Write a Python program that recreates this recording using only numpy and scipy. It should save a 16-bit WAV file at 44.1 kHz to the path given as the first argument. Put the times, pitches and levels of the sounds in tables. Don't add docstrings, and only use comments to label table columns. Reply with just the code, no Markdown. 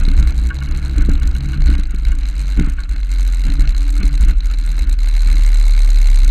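import sys
import numpy as np
from scipy import signal
from scipy.io import wavfile
from scipy.ndimage import uniform_filter1d

SR = 44100
rng = np.random.default_rng(int(sys.argv[2]) if len(sys.argv) > 2 else 0)


def pcm_store(signal):
    levels = np.round(np.clip(np.atleast_2d(signal), -1, 1) * 32767)
    wavfile.write(sys.argv[1], SR, levels.astype(np.int16).T)


def to_linear_factor(level_db):
    exponent = np.asarray(level_db, float) / 20
    return 10 ** exponent


N = 277830
FULL_SPEED_HZ = 65.5

# pitch_hz, width_hz, relative level_db
HULL_MODES = [(88, 30.6, -12.5), (138.7, 8.2, 1), (190, 15.4, -5), (263.5, 21.1, -4.5), (283.4, 24.4, -4),
              (325.5, 21.2, -12)]
# pitch_hz, width_hz, relative level_db
CASE_MODES = [(1455, 156, -14.5), (2163, 169, -1.5), (2655, 380, -8), (3966, 404, 2), (4178, 308, 4),
              (4815, 246, -8.5), (6176, 555, -6.5), (6900, 330, -6), (7360, 410, -9), (8280, 354, -8),
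              (9360, 830, -16.5), (11530, 600, -13), (13150, 890, -15)]
# start_s, length_s, drumming_db, low_sway_kick_db, high_sway_kick_db
HULL_WAVES = [(0.0, 0.0056, -12.5, -8.5, -21.5), (0.076, 0.046, -23.5, -10, -24.5),
              (0.176, 0.054, -21, -15.5, -8), (0.378, 0.053, -39, -22.5, -11),
              (0.674, 0.15, -30, -16.5, -36.5), (0.957, 0.057, -17.5, -11.5, -7.5),
              (1.07, 0.043, -19.5, -13, -18.5), (1.216, 0.027, -30.5, -16.5, -12.5),
              (1.423, 0.37, -31.5, -24, -31.5), (1.583, 0.049, -48, -8, -45),
              (1.656, 0.06, -22, -20, -11.5), (1.766, 0.032, -26, -15.5, -26),
              (1.931, 0.02, -32, -17.5, -20.5), (2.049, 0.057, -29, -12, -13.5),
              (2.568, 0.061, -22, -11.5, -10.5), (2.665, 0.02, -23, -22.5, -22.5),
              (2.88, 0.017, -49, -19.5, -20), (3.441, 0.098, -25, -10.5, -21.5),
              (3.58, 0.076, -27.5, -10.5, -14), (3.988, 0.038, -23, -14.5, -14),
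              (4.199, 0.14, -27.5, -9, -8.5), (4.448, 0.042, -63, -25, -20),
              (4.803, 0.083, -32.5, -16, -14), (5.27, .12, -32, -28.5, -21.5),
              (6.22, .08, -34, -23.5, -19.5)]


def rms_one(x):
    return x / np.sqrt(np.mean(x ** 2) + 1e-20)


def in_time(rows):
    s, *columns = np.transpose(rows)
    return [np.interp(np.arange(N) / SR, s, c) for c in columns]


def drift(rate_hz):
    r = np.exp(-80 * np.pi * rate_hz / SR)
    slow = signal.lfilter([1], [1, -2 * r, r * r], rng.standard_normal(N // 40 + 2002))[2000:]
    return np.interp(np.arange(N) / 40, np.arange(len(slow)), rms_one(slow))


def cut(x, hz, kind, order=2):
    return signal.sosfilt(signal.butter(order, hz, kind, fs=SR, output="sos"), x)


def resonate(x, modes):
    out = 0
    for k, (hz, width_hz, db) in enumerate(modes):
        r = np.exp(-np.pi * width_hz / SR)
        top = (1 - r * r) / 2 * np.array([1, 0, -1])
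        ring = signal.lfilter(top, [1, -2 * r * np.cos(2 * np.pi * hz / SR), r * r], x)
        out = out + (-1) ** k * to_linear_factor(db) * ring
    return out


def fade(x, seconds):
    return signal.lfilter([1], [1, -np.exp(-1 / (seconds * SR))], x + 1e-18)


def lag(x, seconds):
    return fade(x, seconds) * (1 - np.exp(-1 / (seconds * SR)))


def held(starts, lengths, heights):
    steps = np.zeros(N + SR)
    np.add.at(steps, (starts * SR).astype(int), heights)
    np.add.at(steps, ((starts + lengths) * SR).astype(int), -heights)
    return np.cumsum(steps)[:N]


def tone(hz, db):
    turns = np.cumsum(hz * (1 + .005 * drift(5))) / SR
    return turns, np.sqrt(2) * to_linear_factor(db) * np.sin(2 * np.pi * turns)


def hiss():
    ringing = resonate(rng.standard_normal(N), CASE_MODES)
    return to_linear_factor(-67) * rms_one(cut(ringing, 2900, "high", order=4))


def wash(wash_db):
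    # pitch_hz, relative density_db
    spectrum = np.array([(240, -33), (400, 11.5), (1020, 5), (1460, 16.5), (1830, 0.5), (2190, -3),
                         (3150, 2), (4080, -38), (5180, -31), (6000, -27), (7800, -60), (13200, -120)])
    out, together, edges = 0, drift(43), 350 * 2 ** np.arange(0, 4.4, 1 / 3)
    white = rng.standard_normal((2, N))
    for k, (low, high) in enumerate(zip(edges, edges[1:])):
        db = np.interp(np.log(low * high) / 2, np.log(spectrum[:, 0]), spectrum[:, 1])
        flicker_db = 2.1 * together + 2.0 * drift(27.5)
        out = out + to_linear_factor(db + flicker_db) * cut(white[k % 2], [low, high], "band")
    walled = cut(out + 9.3 * resonate(out, CASE_MODES), 3270, "low", order=4)
    return to_linear_factor(wash_db) * rms_one(walled)


def spray(speed_change_hz):
    full_speed_db, db_per_hz = -57.5, 1
    noise = rms_one(cut(rng.standard_normal(N), [480, 1150], "band"))
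    return to_linear_factor(full_speed_db + db_per_hz * speed_change_hz + 4.9 * drift(27.0)) * noise


def hums():
    # start_s, length_s, pitch_hz, level_db
    notes = [(0.296, 0.084, 138, -32), (0.57, 0.35, 138, -31), (1.37, 0.13, 138, -27.5),
             (1.55, 0.1, 140, -26.5), (2.226, 0.33, 140, -40.5), (3.457, 0.22, 140, -31.5),
             (3.758, 0.409, 283, -37.5), (4.05, 0.12, 140, -32), (4.67, 0.18, 141, -43.5),
             (5.341, .15, 140, -50)]
    swell_s = 0.015
    out = 0
    for s, length, hz, db in notes:
        swell = lag(lag(held(np.array([s]), length, np.ones(1)), swell_s / 2), swell_s / 2)
        out = out + swell * tone(hz, db + 2.0 * drift(24.0))[1]
    return out


def gear():
    # start_s, strength_db, extra_db of the modes over 2 kHz
    knocks = [(0.502, -27.5, -6), (0.612, -35.5, -1), (0.673, -42.5, 6.5), (1.212, -39, 2),
              (1.351, -39, 5.5), (1.531, -37, 5), (1.7, -45, 6), (1.739, -41, 10), (2.1166, -39, 6),
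              (2.78, -36, -4), (2.8, -44, -9)]
    # pitch_hz, relative level_db, t60_s
    gear_modes = [(1120, -8.5, 0.056), (1453, 0, 0.046), (1585, -3, 0.059), (1740, -2.5, 0.012),
                  (2210, -9, 0.05), (2860, -8.5, 0.034)]
    s, db, bright_db = np.transpose(knocks)
    grains = (rng.random(N) < .4) * rng.standard_normal(N)
    out = 0
    for hz, mode_db, t60 in gear_modes:
        blows = np.zeros(N)
        blows[(s * SR).astype(int)] = to_linear_factor(db + mode_db - 14.5 + bright_db * (hz > 2000))
        swell_s = 0.0028 * (1500 / hz) ** 1.9
        swell = lag(fade(blows, swell_s), swell_s) * 0.0028 / swell_s
        push = 0.26 * np.sin(2 * np.pi * hz * np.arange(N) / SR) * swell
        chatter = 0.3 * grains * lag(fade(blows, 0.006), 0.003)
        r, w = to_linear_factor(-60 / (t60 * SR)), 2 * np.pi * hz / SR
        out = out + signal.lfilter([0, np.sin(w)], [1, -2 * r * np.cos(w), r * r], push + chatter + 1e-18)
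    return cut(out, 810, "high", order=4)


def drumming_db(speed_change_hz):
    rise_s, fall_s = 0.016, 0.043
    calm_db, calm_db_per_hz = -33.5, 0.15
    s, length, db = np.transpose(HULL_WAVES)[:3]
    power = np.abs(held(s, length, to_linear_factor(2 * db)))
    waves = np.maximum(lag(power, rise_s), lag(power, fall_s / 2))
    calm = to_linear_factor(2 * (calm_db + calm_db_per_hz * speed_change_hz))
    return 10 * np.log10(waves + calm)


def hull(drum_db):
    # start_s, strength_db
    slams = [(0.077, -1), (0.201, -5), (0.974, -5.5), (1.086, 5), (1.361, -18), (1.579, -16), (1.691, -4.5),
             (1.787, -8), (1.94, -6), (2.576, -4), (2.59, 5.5), (2.607, 3.5), (2.672, -7), (3.448, -15),
             (3.467, -8.5), (3.59, -7), (4.008, -8), (4.03, -3), (4.23, -9.5), (4.3, -10.5), (5.262, -12.5)]
    thump_s, thump_db = 0.0035, -9.5
    drumming = rms_one(resonate(rng.standard_normal(N), HULL_MODES)) * to_linear_factor(drum_db - 4.0)
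    blows = np.zeros(N)
    for s, db in slams:
        blows[round(s * SR)] = to_linear_factor(db)
    push = np.convolve(blows, np.hanning(int(thump_s * SR)))[:N]
    damped_modes = [(hz, 5 * width_hz, db) for hz, width_hz, db in HULL_MODES]
    thump = to_linear_factor(thump_db) * (cut(push, 47, "high") + 1.78 * resonate(push, damped_modes))
    burst = rng.standard_normal(N) * 0.065 * lag(fade(blows, 0.0061), 0.0085)
    noise_gain = np.std(resonate(rng.standard_normal(N // 4), HULL_MODES))
    puff = resonate(burst, HULL_MODES) / noise_gain
    return cut(drumming + thump + puff, 508, "low", order=6)


def sway(drum_db):
    # pitch_hz, rise_s, decay_s, resting_level_db
    mount_modes = [(29.19, 0.03, 0.12, -33), (54.59, 0.02, 0.078, -29)]
    s, _, _, *kicks_db = np.transpose(HULL_WAVES)
    out = 0
    for (hz, rise_s, decay_s, rest_db), db in zip(mount_modes, kicks_db):
        kicks = np.zeros(N)
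        kicks[(s * SR).astype(int)] = to_linear_factor(2 * db + 4.5)
        power = lag(fade(kicks, decay_s / 2), rise_s) + to_linear_factor(2 * rest_db)
        out = out + tone(hz * (1 + 0.04 * drift(2.5)), 10 * np.log10(power))[1]
    jolts = cut(cut(rng.standard_normal(N), 68, "low", order=8), 14, "high")
    return out + to_linear_factor(drum_db + 4) * rms_one(jolts)


def sharpness_at(hits, sharpness):
    return sharpness[np.maximum.accumulate(np.arange(N) * (hits > 0))]


def rattle(swing, rattle_db, shaft_hz):
    # start_s, strength_db
    single_ticks = [(0.034, -32.5), (0.0516, -23), (0.0855, -21.5), (0.2264, -20.5), (0.2732, -24.5),
                    (0.3221, -26.5), (0.4883, -27), (0.5873, -26), (0.625, -25), (0.7477, -29),
                    (0.895, -30.5), (0.9809, -24.5), (1.0497, -25), (1.0937, -28), (1.153, -30),
                    (1.1766, -36), (1.1984, -38), (1.2223, -34), (1.254, -31.5), (1.2905, -40),
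                    (1.3123, -28.5), (1.3647, -26), (1.4064, -23.5), (1.5322, -31), (1.5742, -33.5),
                    (1.6053, -35), (1.6195, -25), (1.7019, -27), (1.7521, -25.5), (1.7807, -27.5),
                    (1.8346, -23), (1.8541, -26), (1.9465, -31), (2.0502, -20), (2.0833, -25), (2.2, -38),
                    (2.2323, -28.5), (2.2548, -28), (2.3793, -28.5), (2.5966, -20), (2.835, -26),
                    (2.8923, -24), (2.9615, -26), (3.031, -21.5), (3.2495, -26), (3.4376, -26),
                    (3.5007, -23), (3.5204, -23), (3.5538, -28), (3.5951, -26), (3.6745, -23.5),
                    (3.7473, -25), (3.7787, -24.5), (3.925, -30), (4.0015, -30), (4.0297, -19.5),
                    (4.0911, -29.5), (4.1764, -26), (4.4049, -23), (4.5366, -25), (4.7799, -23.5),
                    (4.7915, -20.5), (4.8943, -24.5), (4.9881, -20)]
    single_db, clear_s = -13, .010
    quick = np.clip((shaft_hz - 38) / 20, 0, 1)
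    speed = np.gradient(swing)
    ahead = swing + 45 * speed
    crossing = np.diff(np.sign(ahead), prepend=0) != 0
    pace = np.abs(speed) / np.sqrt(uniform_filter1d(speed ** 2, size=6000) + 1e-12)
    chance = to_linear_factor(.5 * np.clip(rng.standard_normal(N), -2, 2))
    hits = crossing * np.clip(pace - .08, 0, 1.6) ** .8 * chance

    s, db = np.transpose(single_ticks)
    at = (s * SR).astype(int)
    hits = hits * (held(s - 1.3 * clear_s, 2.1 * clear_s, np.ones(len(s))) < .5)
    hits[at] = to_linear_factor(single_db + db - rattle_db[at])

    grit = to_linear_factor(2.0 * np.minimum(rng.exponential(1, N), 4)) * (rng.random(N) < .8) * rng.standard_normal(N)
    sharpness = to_linear_factor(4.5 * np.clip(pace - 1.3, -1, .6) + 1.5 * drift(60))
    held_sharpness = sharpness_at(hits, sharpness)
    walls = ((speed > 0, .0055, 1, -22, -5), (speed < 0, .0035, -3, -19, -1.5))
    out = 0
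    for side, tail_s, treble_db, body_db, thud_db in walls:
        ticks = hits * side
        slide = fade(ticks[::-1], .0013)[::-1]
        tick = fade(ticks, .0005)
        long, short = (np.convolve(ticks, np.linspace(1, .15, int(t * SR)))[:N] for t in (tail_s, .7 * tail_s))
        chatter = lag((1 - quick) * long + quick * short, 0.0008)
        contact = grit * (0.27 * slide + 0.92 * tick + 0.64 * chatter) + 1.87 * ticks
        bright = grit * (0.029 * slide + 0.58 * tick + 0.51 * chatter) + 2.64 * ticks
        dull = cut(cut(resonate(contact, CASE_MODES), 3050, "high", order=1), 5190, "low")
        body = cut(to_linear_factor(body_db) * contact + to_linear_factor(thud_db) * ticks, [380, 2000], "band")
        ring = cut(resonate(bright * held_sharpness, CASE_MODES), 5230, "high")
        out = out + dull + body + to_linear_factor(treble_db) * ring
    treble = cut(out, 4930, "high", order=4)
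    loudness = np.sqrt(uniform_filter1d(treble ** 2, size=6000) + 1e-12)
    return to_linear_factor(rattle_db) * out / loudness


def engine(shaft_hz, shaft_db):
    # multiple of the shaft's pitch, relative level_db
    overtone_levels = [(2, -4), (3, -4.5), (4, -7.5), (5, 0.5), (6, -9.5), (7, -2), (8, -10)]
    full_speed_db, db_per_hz = -27.5, 0.93
    turns, shaft = tone(shaft_hz, shaft_db)
    overtones = 0
    for multiple, db in overtone_levels:
        wave = np.sin(2 * np.pi * (round(multiple) * turns + rng.random()))
        overtones = overtones + to_linear_factor(db + 2.8 * drift(5.4)) * wave
    overtones_db = full_speed_db + db_per_hz * (shaft_hz - FULL_SPEED_HZ)
    through_panels = cut(resonate(overtones, HULL_MODES) + 0.067 * overtones, 468, "low", order=6)
    return shaft, to_linear_factor(overtones_db) * through_panels


def scene():
    # time_s, shaft_turns_hz, shaft_tone_db
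    engine_course = [(0.0, 65.9, -18), (0.5, 66.39, -22.5), (0.88, 65.66, -20.5), (1.05, 65.84, -23.5),
                     (1.22, 65.58, -20), (1.58, 65.26, -23), (1.75, 57.4, -17), (1.92, 51.93, -24.5),
                     (2.1, 48.96, -23), (2.45, 46.67, -15), (2.8, 45.97, -24.5), (3.2, 43.27, -11.5),
                     (3.6, 41.25, -16), (3.95, 39.94, -12), (4.4, 39.35, -15), (4.9, 37.95, -13),
                     (5.3, 36.99, -8.5), (5.95, 35.75, -7.5), (6.3, 32.92, -6.5)]
    # start_s, length_s, depth_db before smoothing
    lulls = [(1.809, 0.072, -4.5), (2.703, 0.054, -4.5), (2.855, 0.02, -9), (2.977, 0.067, -6.5),
             (4.328, 0.052, -10.5), (4.549, 0.013, -13.5), (4.948, 0.013, -24)]
    shaft_hz, shaft_db = in_time(engine_course)
    speed_change_hz = shaft_hz - FULL_SPEED_HZ
    lull_db = lag(held(*np.transpose(lulls)), 0.023)
    drum_db = drumming_db(speed_change_hz)

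    shaft, overtones = engine(shaft_hz, shaft_db)
    swing = shaft + sway(drum_db)
    swing_db = 10 * np.log10(uniform_filter1d(swing ** 2, size=4000) + 1e-6)
    rattle_db = -43.5 + .25 * (swing_db + 15) + 0.47 * (shaft_db + 15) + 0.05 * speed_change_hz
    wash_db = -45 + 0.57 * (drum_db + 33) - 0.0554 * speed_change_hz

    ticking = to_linear_factor(0.34 * lull_db) * rattle(swing, rattle_db, shaft_hz)
    dipping = overtones + hums() + hull(drum_db) + ticking + wash(wash_db) + spray(speed_change_hz)
    return (swing + to_linear_factor(lull_db) * dipping + gear() + hiss())[None]


def top_cut(x):
    return signal.sosfilt(signal.butter(12, 15600, fs=SR, output="sos"), x)


def record(dry):
    overload = .95
    treble = cut(dry, 300, "high")
    deep = (dry - treble) / overload
    rounded = overload * deep / (1 + deep ** 6) ** (1 / 6) + treble
    mix = cut(rounded, 10440, "low", order=4)
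    return top_cut(mix)


dry = scene()
out = record(dry)
pcm_store(out)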